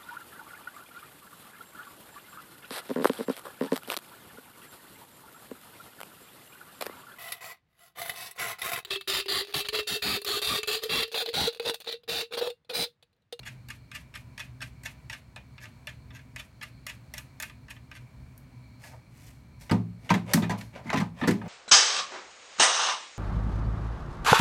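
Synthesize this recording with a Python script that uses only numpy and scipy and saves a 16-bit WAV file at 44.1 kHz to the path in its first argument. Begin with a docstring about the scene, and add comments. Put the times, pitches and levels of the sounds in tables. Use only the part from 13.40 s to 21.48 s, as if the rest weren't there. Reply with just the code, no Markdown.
"""At first, in a small garage, fingers twist a fitting on a plastic tail light, about four turns a second:
each is a click (impact on a resonant housing), then a rasp (dense stick-slip noise); one has a low knock.
Next the lamp slides over hands, cloth and paint (rubbing noise) and is knocked into its opening in a bare
steel car body: the rim rings under the clacks, the panel booms (damped modes), and the paint squeaks.
Throughout, filtered noise gives a low rumble with hiss and a faint whine."""
import sys
import numpy as np
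from scipy import signal
from scipy.fft import rfft, irfft, next_fast_len
from scipy.io import wavfile
from scipy.ndimage import uniform_filter1d, map_coordinates

SR = 44100
rng = np.random.default_rng(int(sys.argv[2]) if len(sys.argv) > 2 else 0)


def transcribe(u):
    """Save the signal u as a 16-bit wav file named by the first command-line argument.

    u: samples, shape (n,) or (channels, n), limited to [-1, 1]; the rate is SR.
    q: integer samples, one column per channel.
    """
    v = np.clip(np.atleast_2d(u).T, -1, 1)
    q = np.round(v * 32767).astype(np.int16)
    wavfile.write(sys.argv[1], SR, q)


N = 356328  # samples in the scene

# noise spectrum of the room's background: f/Hz, relative density/dB per Hz
AIR_SPECTRUM = [(20, -36), (40, -12), (62, 0), (95, -8.5), (122, 2), (160, -11.5), (230, -13), (400, -27.5),
                (1000, -30), (2000, -34.5), (3300, -42), (9000, -46.5), (11000, -51), (16000, -51)]
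# narrow noise bands heard as whine: f/Hz, full width at half gain/Hz, gain/dB on the scale of the air
WHINE_BANDS = [(124, 16, -2.5), (257.2, 21, -11.5), (633, 66, -28.5), (982, 76, -26), (2300, 210, -26),
               (4270, 500, -34.5)]
WHINE_WAVER_DB = 2.5  # scale of the independent swelling of each band
RUMBLE_DB, HISS_DB = -50, -49.5  # gain of the background below and above 350 Hz

# low, mid and treble bands of a contact: from f/Hz, to f/Hz
CONTACT_BANDS = [(430, 1400), (1400, 4000), (4000, 17000)]
# reverberation time of the garage in each of those bands: t60/s
ROOM_T60 = [0.26, 0.23, 0.23]

# modes of the steel panel: f/Hz, level/dB (relative), t60/s
PANEL_MODES = [(64.6, -17, 0.56), (110.4, 0.5, 0.67), (172.6, 2, 0.42), (194.4, 0.5, 0.37),
               (222.5, 1, 0.28), (263, -0.5, 0.21), (307.5, 3, 0.069), (332.4, -1.5, 0.12),
               (402.8, -4, 0.21), (456, -5.5, 0.16)]
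# modes of the housing pressed on the steel rim: f/Hz, level/dB (relative), t60/s
RIM_MODES = [(492, -9, 0.19), (575.6, -5.5, 0.17), (625, -6, 0.089), (711, -12, 0.19), (840, -16, 0.24),
             (909, -0.5, 0.066), (938, -2, 0.11), (1014, -5, 0.18), (1205, -4, 0.13), (1296, -6, 0.096),
             (1550, -6.5, 0.14), (1747, 1.5, 0.037), (1880, -7.5, 0.054), (1954, -1, 0.042),
             (2490, -10.5, 0.18), (3570, -2, 0.033), (4590, -7, 0.072), (5900, 2, 0.037)]
# modes of the hollow plastic housing alone: f/Hz, level/dB (relative), t60/s
HOUSING_MODES = [(616, -10, 0.094), (898, -3, 0.1), (1197, -2, 0.073), (1568, -3.5, 0.08),
                 (1734, -2, 0.062), (1963, -3.5, 0.054), (2159, -6, 0.1), (2460, -10, 0.17),
                 (2560, -4, 0.062), (2804, -3.5, 0.046), (3460, 0, 0.045), (4570, -2.5, 0.031),
                 (5450, 4, 0.025), (6700, -1.5, 0.042), (8420, 6, .01), (11380, 4.5, 0.018)]

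# spectral colour of fingers on the fitting: f/Hz, gain/dB (relative)
FINGER_COLOUR = [(420, -24), (610, -1), (730, -10), (900, -6), (1230, -5), (1400, -9), (1720, -1.5),
                 (2200, -3.5), (2650, -1), (3200, -8), (3900, -9), (6500, -8), (12500, -9), (16000, -23)]
# spectral colour of the clacks: f/Hz, gain/dB (relative)
RIM_COLOUR = [(300, 19), (540, 3.5), (700, 10.5), (1000, 8), (1400, 0.5), (2000, 5), (3200, -3.5),
              (6200, -6), (7700, -7.5), (10500, -12), (13500, -12.5), (16000, -21)]
# spectral colour of the housing rubbing: f/Hz, gain/dB (relative)
SLIDE_COLOUR = [(300, 2.5), (520, 2.5), (680, 5.5), (1300, -6.5), (2200, 5.5), (4000, -9), (8000, -12.5),
                (13000, -15.5), (16000, -26)]

# turns of the fitting: t/s of the catch, catch mid level/dB, catch treble over mid/dB,
# delay of the slip/s, rasp mid level/dB
FITTING_TURNS = [(0.031, -49, -16, 0.047, -39), (0.286, -47, -1, 0.022, -37.5),
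                 (0.515, -42.5, -8.5, 0.048, -37), (0.74, -45, -11, 0.017, -39),
                 (0.978, -38, -8, 0.023, -36), (1.205, -44, -13, 0.02, -35),
                 (1.435, -48.5, 0.5, 0.028, -33.5), (1.698, -34.5, -9, 0.035, -36.5),
                 (1.961, -41.5, -9.5, 0.014, -65), (2.18, -47.5, -26, 0.059, -44.5),
                 (2.471, -35.5, -8.5, 0.026, -47), (2.705, -52, -22, 0.062, -48),
                 (2.961, -37, -7.5, 0.04, -39), (3.212, -41.5, -14, 0.02, -38),
                 (3.466, -36.5, -1.5, 0.032, -37.5), (3.738, -38, -2, 0.05, -44.5),
                 (4, -36.5, 0.5, 0.033, -35), (4.283, -49, -14, 0.026, -40.5),
                 (4.514, -43, -13, 0.055, -48.5)]
CATCH_LOW_DB = -12  # low band of a click, over its mid band
RASP_LOW_DB, RASP_TREBLE_DB = -14, -9  # outer bands of a rasp, over its mid band
BUILD_SHARE, RELEASE_S = 0.35, 0.0048  # rise as a share of the slip delay; decay constant of the release
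REGRIP_S, REGRIP_DB = 0.053, -24.5  # brush of the fingers: delay after the slip, gain over the rasp level
# lone clicks of the housing in the hand: t/s, mid level/dB, treble over mid/dB
LONE_CLICKS = [(0.774, -55, 0.5), (1.748, -45, -13), (2.255, -44, -12), (2.792, -50.5, -17),
               (3.78, -40.5, 3), (4.024, -38.5, 3.5), (4.097, -45, -14), (4.364, -52, -24),
               (4.978, -70.5, 18.5), (5.437, -47, -11)]

# slides over hands, cloth and paint: t/s of the peak, rise/s, fall/s, level/dB, tilt/dB per band
SLIDE_EVENTS = [(5.473, 0.044, 0.041, -53.5, -0.5), (5.545, 0.02, 0.015, -68, -19),
                (5.871, 0.1, 0.06, -60.5, 4), (6.215, 0.013, 0.06, -57, 3.5),
                (6.659, 0.044, 0.054, -58, -3), (6.925, 0.039, 0.016, -44, -5.5),
                (7.184, 0.0075, 0.057, -51.5, 2), (7.362, 0.02, 0.03, -49.5, -9),
                (7.48, 0.027, 0.034, -51.5, -6), (7.815, 0.04, 0.11, -50, -6),
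                (8.06, 0.02, 0.056, -53.5, -12.5)]
SLIDE_MID_DB = 3  # the mid band stands above the tilt
# squeaks of the plastic on the paint: t/s of the peak, rise/s, fall/s, level/dB
SQUEAK_EVENTS = [(7.472, 0.009, 0.013, -45.5), (7.496, 0.003, 0.0073, -32)]
SQUEAK_HZ, SQUEAK_WIDTH_HZ = 2100, 280  # centre and full width at half gain

# pushes on the panel: t/s, drive level/dB, favoured f/Hz, fall-off/dB per octave away from it
PANEL_PUSHES = [(6.314, -19, 187, 4), (6.707, -20.5, 178, 10.5), (6.746, -29.5, 298, 5),
                (6.945, -15.5, 209, 20), (7.019, -30.5, 150, 1), (7.101, -29.5, 205, 9),
                (7.34, -47, 210, 14), (7.458, -36.5, 225, 14), (7.543, -22.5, 237, 17.5),
                (7.58, -23.5, 196, 16), (7.822, -25.5, 247, 14), (7.877, -14.5, 350, 11.5),
                (7.915, -25.5, 220, 19), (8.05, -38, 190, 20)]
# clacks of the housing: a low knock during the twisting, then chatter against the steel:
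# t/s, length/s, mid level/dB, low over mid/dB, treble over mid/dB
CLACK_EVENTS = [(1.963, 0.003, -55, 8, -14), (6.295, 0.0075, -36, -2, -15), (6.312, 0.0105, -29, 1, -8),
                (6.692, 0.022, -30.5, -5.5, -16.5), (6.703, 0.013, -23.5, 6, -11),
                (6.74, 0.016, -29, -19, -8.5), (6.935, 0.007, -20.5, -8, 0.5),
                (6.97, 0.0035, -35, 3.5, -22), (7.021, 0.028, -36, -1.5, -14),
                (7.095, 0.028, -32.5, 2.5, -11), (7.209, 0.01, -42.5, -11, -7),
                (7.501, 0.0059, -28.5, -4, -14), (7.53, 0.017, -30, 6, -10.5),
                (7.559, 0.008, -32.5, -6, -14), (7.572, 0.021, -30.5, -7, -9.5),
                (7.6, 0.019, -34.5, 2, -10.5), (7.814, 0.003, -32, -2, -43), (7.835, 0.0079, -30, -1, -31),
                (7.874, 0.02, -26.5, -1.5, -7), (7.908, 0.0093, -33, -12, -6),
                (8.014, 0.0054, -43.5, 2.5, -29)]
RIM_RING_DB, RING_LOSS = -11, 0.46  # ring over snap; dB of ring lost per dB of treble over mid

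TOP_HZ = 16100  # upper band limit


def amp(db):
    """Definition of level: decibels to an amplitude ratio."""
    return 10 ** (np.asarray(db) / 20)


def unit(x):
    """Normalisation to an rms value of 1."""
    return x / np.sqrt(np.mean(x ** 2) + 1e-20)


def along(points, hz):
    """Interpolation of (f/Hz, value) points on a logarithmic frequency axis."""
    f, v = np.transpose(points)
    return np.interp(np.log(hz + 1), np.log(f + 1), v)


def filtered(x, response):
    """Linear filtering: the spectrum of x times a response of frequency."""
    m = next_fast_len(len(x) + 8192)
    spectrum = rfft(x, m)
    hz = np.fft.rfftfreq(m, 1 / SR)
    return irfft(spectrum * response(hz), m)[:len(x)]


def band_pass(x, edges):
    """Causal band limitation by a Butterworth filter."""
    sos = signal.butter(3, edges, "bandpass", fs=SR, output="sos")
    return signal.sosfilt(sos, x)


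def resonance(hz, centre_hz, width_hz):
    """Bell-shaped resonance: the gain of one narrow band, 1 at its centre."""
    return 1 / (1 + (2 * (hz - centre_hz) / width_hz) ** 2)


def wobble(rate):
    """Slow random modulation: a smooth curve through rate random knots a second."""
    knots = rng.standard_normal(int(N * rate / SR) + 4)
    return map_coordinates(knots, [np.arange(N) * rate / SR])


def add(track, s, sound):
    """Superposition: mix a sound in, starting at s seconds."""
    start = round(s * SR)
    part = sound[max(-start, 0):max(N - start, 0)]
    track[max(start, 0):][:len(part)] += part


def garage_tail(t60):
    """Diffuse reverberation: exponentially decaying noise of energy 1, drawn afresh."""
    t = np.arange(SR // 2) / SR
    build_up = 1 - np.exp(-t / 0.004)
    tail = rng.standard_normal(len(t)) * amp(-60 * t / t60) * build_up
    return tail / np.linalg.norm(tail)


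def swell(rise, fall):
    """Loading and release: pressure grows by a power law, decays exponentially; returns lead time, curve."""
    lead = 2 * rise
    t = np.arange(-lead, 5 * fall, 1 / SR)
    loading = np.abs(1 + t / lead) ** 1.17
    release = np.exp(-np.abs(t) / fall)
    return lead, np.where(t < 0, loading, release)


def body(modes, ring_db, crack_t60):
    """Impulse response by modal superposition: damped modes plus a noise snap and a duller, longer crack."""
    t = np.arange(SR // 3) / SR
    hz, db, t60 = np.transpose(modes)[:, :, None]
    # strength, phase and pitch of the modes shift with the point of contact
    size_db = rng.normal(0, 2.76, hz.shape)
    phase = rng.uniform(0, 2 * np.pi, hz.shape)
    pitch = hz * (1 + rng.normal(0, 0.012, hz.shape))
    envelope = amp(db + size_db - 60 * t / t60)
    ring = np.sum(envelope * np.sin(2 * np.pi * pitch * t + phase), axis=0)
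    snap = rng.standard_normal(len(t)) * amp(-60 * t / 0.01)
    crack = band_pass(rng.standard_normal(len(t)), (300, 3500)) * amp(-60 * t / crack_t60)
    return amp(ring_db) * unit(ring) + unit(snap) + amp(-7.5) * unit(crack)


def contact(pressure, slip_rate, grit, answer, levels_db, room_db):
    """Friction as random micro-slips exciting a body; each band's level is its rms over the loudest 8 ms."""
    n = len(pressure)
    slips = rng.standard_normal(n) * (0.12 + (rng.random(n) < slip_rate / SR))
    # the first slip has a fixed size, heard where pressure starts at once, as in clicks and clacks
    slips[0] = 1.43
    # a contact rich in treble is a sharp one, and reaches higher
    sharp_db = np.clip(0.64 * (levels_db[2] - levels_db[1] + 1.0), -7, 16)  # dB per octave above 6 kHz

    def colour(hz):
        """Spectral tilt: the grit's gain with the slope of sharpness added."""
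        return amp(along(grit, hz) + sharp_db * np.log2(np.maximum(hz / 6000, 1)))

    sound = filtered(signal.fftconvolve(slips * pressure, answer), colour)
    scatter = filtered(rng.standard_normal(len(sound)), colour)
    out, t = np.zeros(len(sound)), np.arange(len(sound)) / SR
    for edges, t60, db in zip(CONTACT_BANDS, ROOM_T60, levels_db):
        band = band_pass(sound, edges)
        # near surfaces (t60 0.089 s), then the garage, return the energy as a diffuse wash
        energy_decay = amp(-120 * t / t60) + 3 * amp(-120 * t / 0.089)
        energy_decay = energy_decay * (1 - np.exp(-t / 0.00066))
        stored = signal.fftconvolve(band ** 2, energy_decay / energy_decay.sum())[:len(t)]
        wash = np.sqrt(np.abs(stored)) * unit(band_pass(scatter, edges))
        band = band + amp(room_db) * wash
        loudest = np.sqrt(uniform_filter1d(band ** 2, SR // 125).max())
        out += amp(db) * band / loudest
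    return out


def background():
    """Stationary noise, slowly modulated: a wavering rumble under steadier hiss and narrow bands of whine."""
    air = filtered(rng.standard_normal(N), lambda f: amp(along(AIR_SPECTRUM, f)))
    for hz, width, db in WHINE_BANDS:
        whine = filtered(rng.standard_normal(N), lambda f: resonance(f, hz, width))
        air = air + amp(db + WHINE_WAVER_DB * wobble(rate=5)) * whine
    air = unit(air)
    low = filtered(air, lambda f: 1 / (1 + (f / 350) ** 4))
    rumble = amp(RUMBLE_DB + 1.2 * wobble(rate=11)) * low
    hiss = amp(HISS_DB + 0.69 * wobble(rate=4.25)) * (air - low)
    return rumble + hiss


def squeaks():
    """Stick-slip: fast, uneven sticking and slipping makes a rough tone, modelled as narrow-band noise."""
    out = np.zeros(N)
    for s, rise, fall, db in SQUEAK_EVENTS:
        lead, pressure = swell(rise, fall)
        noise = rng.standard_normal(len(pressure))
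        tone = filtered(noise, lambda hz: resonance(hz, SQUEAK_HZ, SQUEAK_WIDTH_HZ))
        add(out, s - lead, amp(db) * pressure * unit(tone))
    return out


def slides():
    """Sliding friction: under light rubbing, dense slips merge into a swish whose pressure comes and goes."""
    out = np.zeros(N)
    for s, rise, fall, db, tilt_db in SLIDE_EVENTS:
        lead, pressure = swell(rise, fall)
        knots = rng.standard_normal(len(pressure) // 400 + 2)
        position = np.linspace(0, len(knots) - 1, len(pressure))
        grip_db = 2 * np.interp(position, np.arange(len(knots)), knots)
        answer = body(RIM_MODES, ring_db=-1.5, crack_t60=0.024)
        answer[0] += 2 * np.linalg.norm(answer)  # most of the swish radiates straight from the surface
        levels_db = [db - tilt_db, db + SLIDE_MID_DB, db + tilt_db]
        rub = contact(pressure * amp(grip_db), 1900, SLIDE_COLOUR, answer, levels_db, room_db=-3.5)
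        add(out, s - lead, rub)
    return out


def click(db, treble_db):
    """Impact excitation: one short, firm contact sets the plastic housing ringing."""
    t = np.arange(SR // 40) / SR
    pressure = np.exp(-(t / 0.0029) ** 2)
    answer = body(HOUSING_MODES, ring_db=0.0, crack_t60=0.048)
    levels_db = [db + CATCH_LOW_DB, db, db + treble_db]
    return contact(pressure, 3000, FINGER_COLOUR, answer, levels_db, room_db=-7)


def fitting():
    """Stick-slip turning: a catch clicks, a rasp builds up and lets go, then the fingers brush back."""
    out = np.zeros(N)
    for s, catch_db, treble_db, slip_s, rasp_db in FITTING_TURNS:
        add(out, s, click(catch_db, treble_db))

        lead, pressure = swell(BUILD_SHARE * slip_s, RELEASE_S)
        answer = body(HOUSING_MODES, ring_db=-2.5, crack_t60=0.012)
        levels_db = [rasp_db + RASP_LOW_DB, rasp_db, rasp_db + RASP_TREBLE_DB]
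        rasp = contact(pressure, 700, FINGER_COLOUR, answer, levels_db, room_db=-6.0)
        add(out, s + slip_s - lead, rasp)

        lead, pressure = swell(rise=0.024, fall=0.013)
        noise = rng.standard_normal(len(pressure))
        brush = unit(filtered(noise, lambda hz: amp(along(FINGER_COLOUR, hz))))
        add(out, s + slip_s + REGRIP_S - lead, amp(rasp_db + REGRIP_DB) * pressure * brush)
    for s, db, treble_db in LONE_CLICKS:
        add(out, s, click(db, treble_db))
    return out


def panel():
    """Modal vibration of a plate: it takes milliseconds to swing up, and a push favours modes near one pitch."""
    out, t = np.zeros(N), np.arange(SR) / SR
    hz, db, t60 = np.transpose(PANEL_MODES)[:, :, None]
    for s, push_db, favoured_hz, falloff_db in PANEL_PUSHES:
        drive_db = push_db - falloff_db * np.abs(np.log2(hz / favoured_hz))
        # the shifting pressure of the hands keeps detuning each mode
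        knots = rng.standard_normal((len(hz), 45))
        pitch = hz * (1 + 0.035 * signal.resample(knots, len(t), axis=1))
        phase = 2 * np.pi * np.cumsum(pitch, axis=1) / SR + rng.normal(0, 0.39, hz.shape)
        # extra swing while the housing still pushes
        swing = (1 - np.exp(-t / 0.0044)) * (1 + 0.5 * np.exp(-t / 0.017))
        boom = swing * np.sum(amp(db + drive_db - 60 * t / t60) * np.sin(phase), axis=0)
        reverberation = signal.fftconvolve(boom, garage_tail(t60=0.44))[:len(t)]
        add(out, s, boom + amp(-11) * reverberation)
    return out


def clacks():
    """Impact hardness: a low knock, then chatter on the steel; the softer the contact, the more of it is ring."""
    out = np.zeros(N)
    for s, length, db, low_db, treble_db in CLACK_EVENTS:
        t = np.arange(0, 2 * length, 1 / SR)
        pressure = np.exp(-(t / length) ** 3.0)
        answer = body(RIM_MODES, RIM_RING_DB - RING_LOSS * treble_db, crack_t60=0.018)
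        levels_db = [db + low_db, db, db + treble_db]
        add(out, s, contact(pressure, 1800, RIM_COLOUR, answer, levels_db, room_db=-5.5))
    return out


def scene():
    """Superposition of all the sources on one channel."""
    mix = background() + squeaks() + slides() + fitting() + panel() + clacks()
    return mix[None]


def record(dry):
    """Band limitation: the small microphone sheds deep bass, and nothing is kept above the upper limit."""
    high_pass = signal.butter(2, 42, "highpass", fs=SR, output="sos")
    thin = signal.sosfilt(high_pass, dry)
    return np.array([filtered(channel, lambda hz: hz < TOP_HZ) for channel in thin])


dry = scene()
out = record(dry)
transcribe(out)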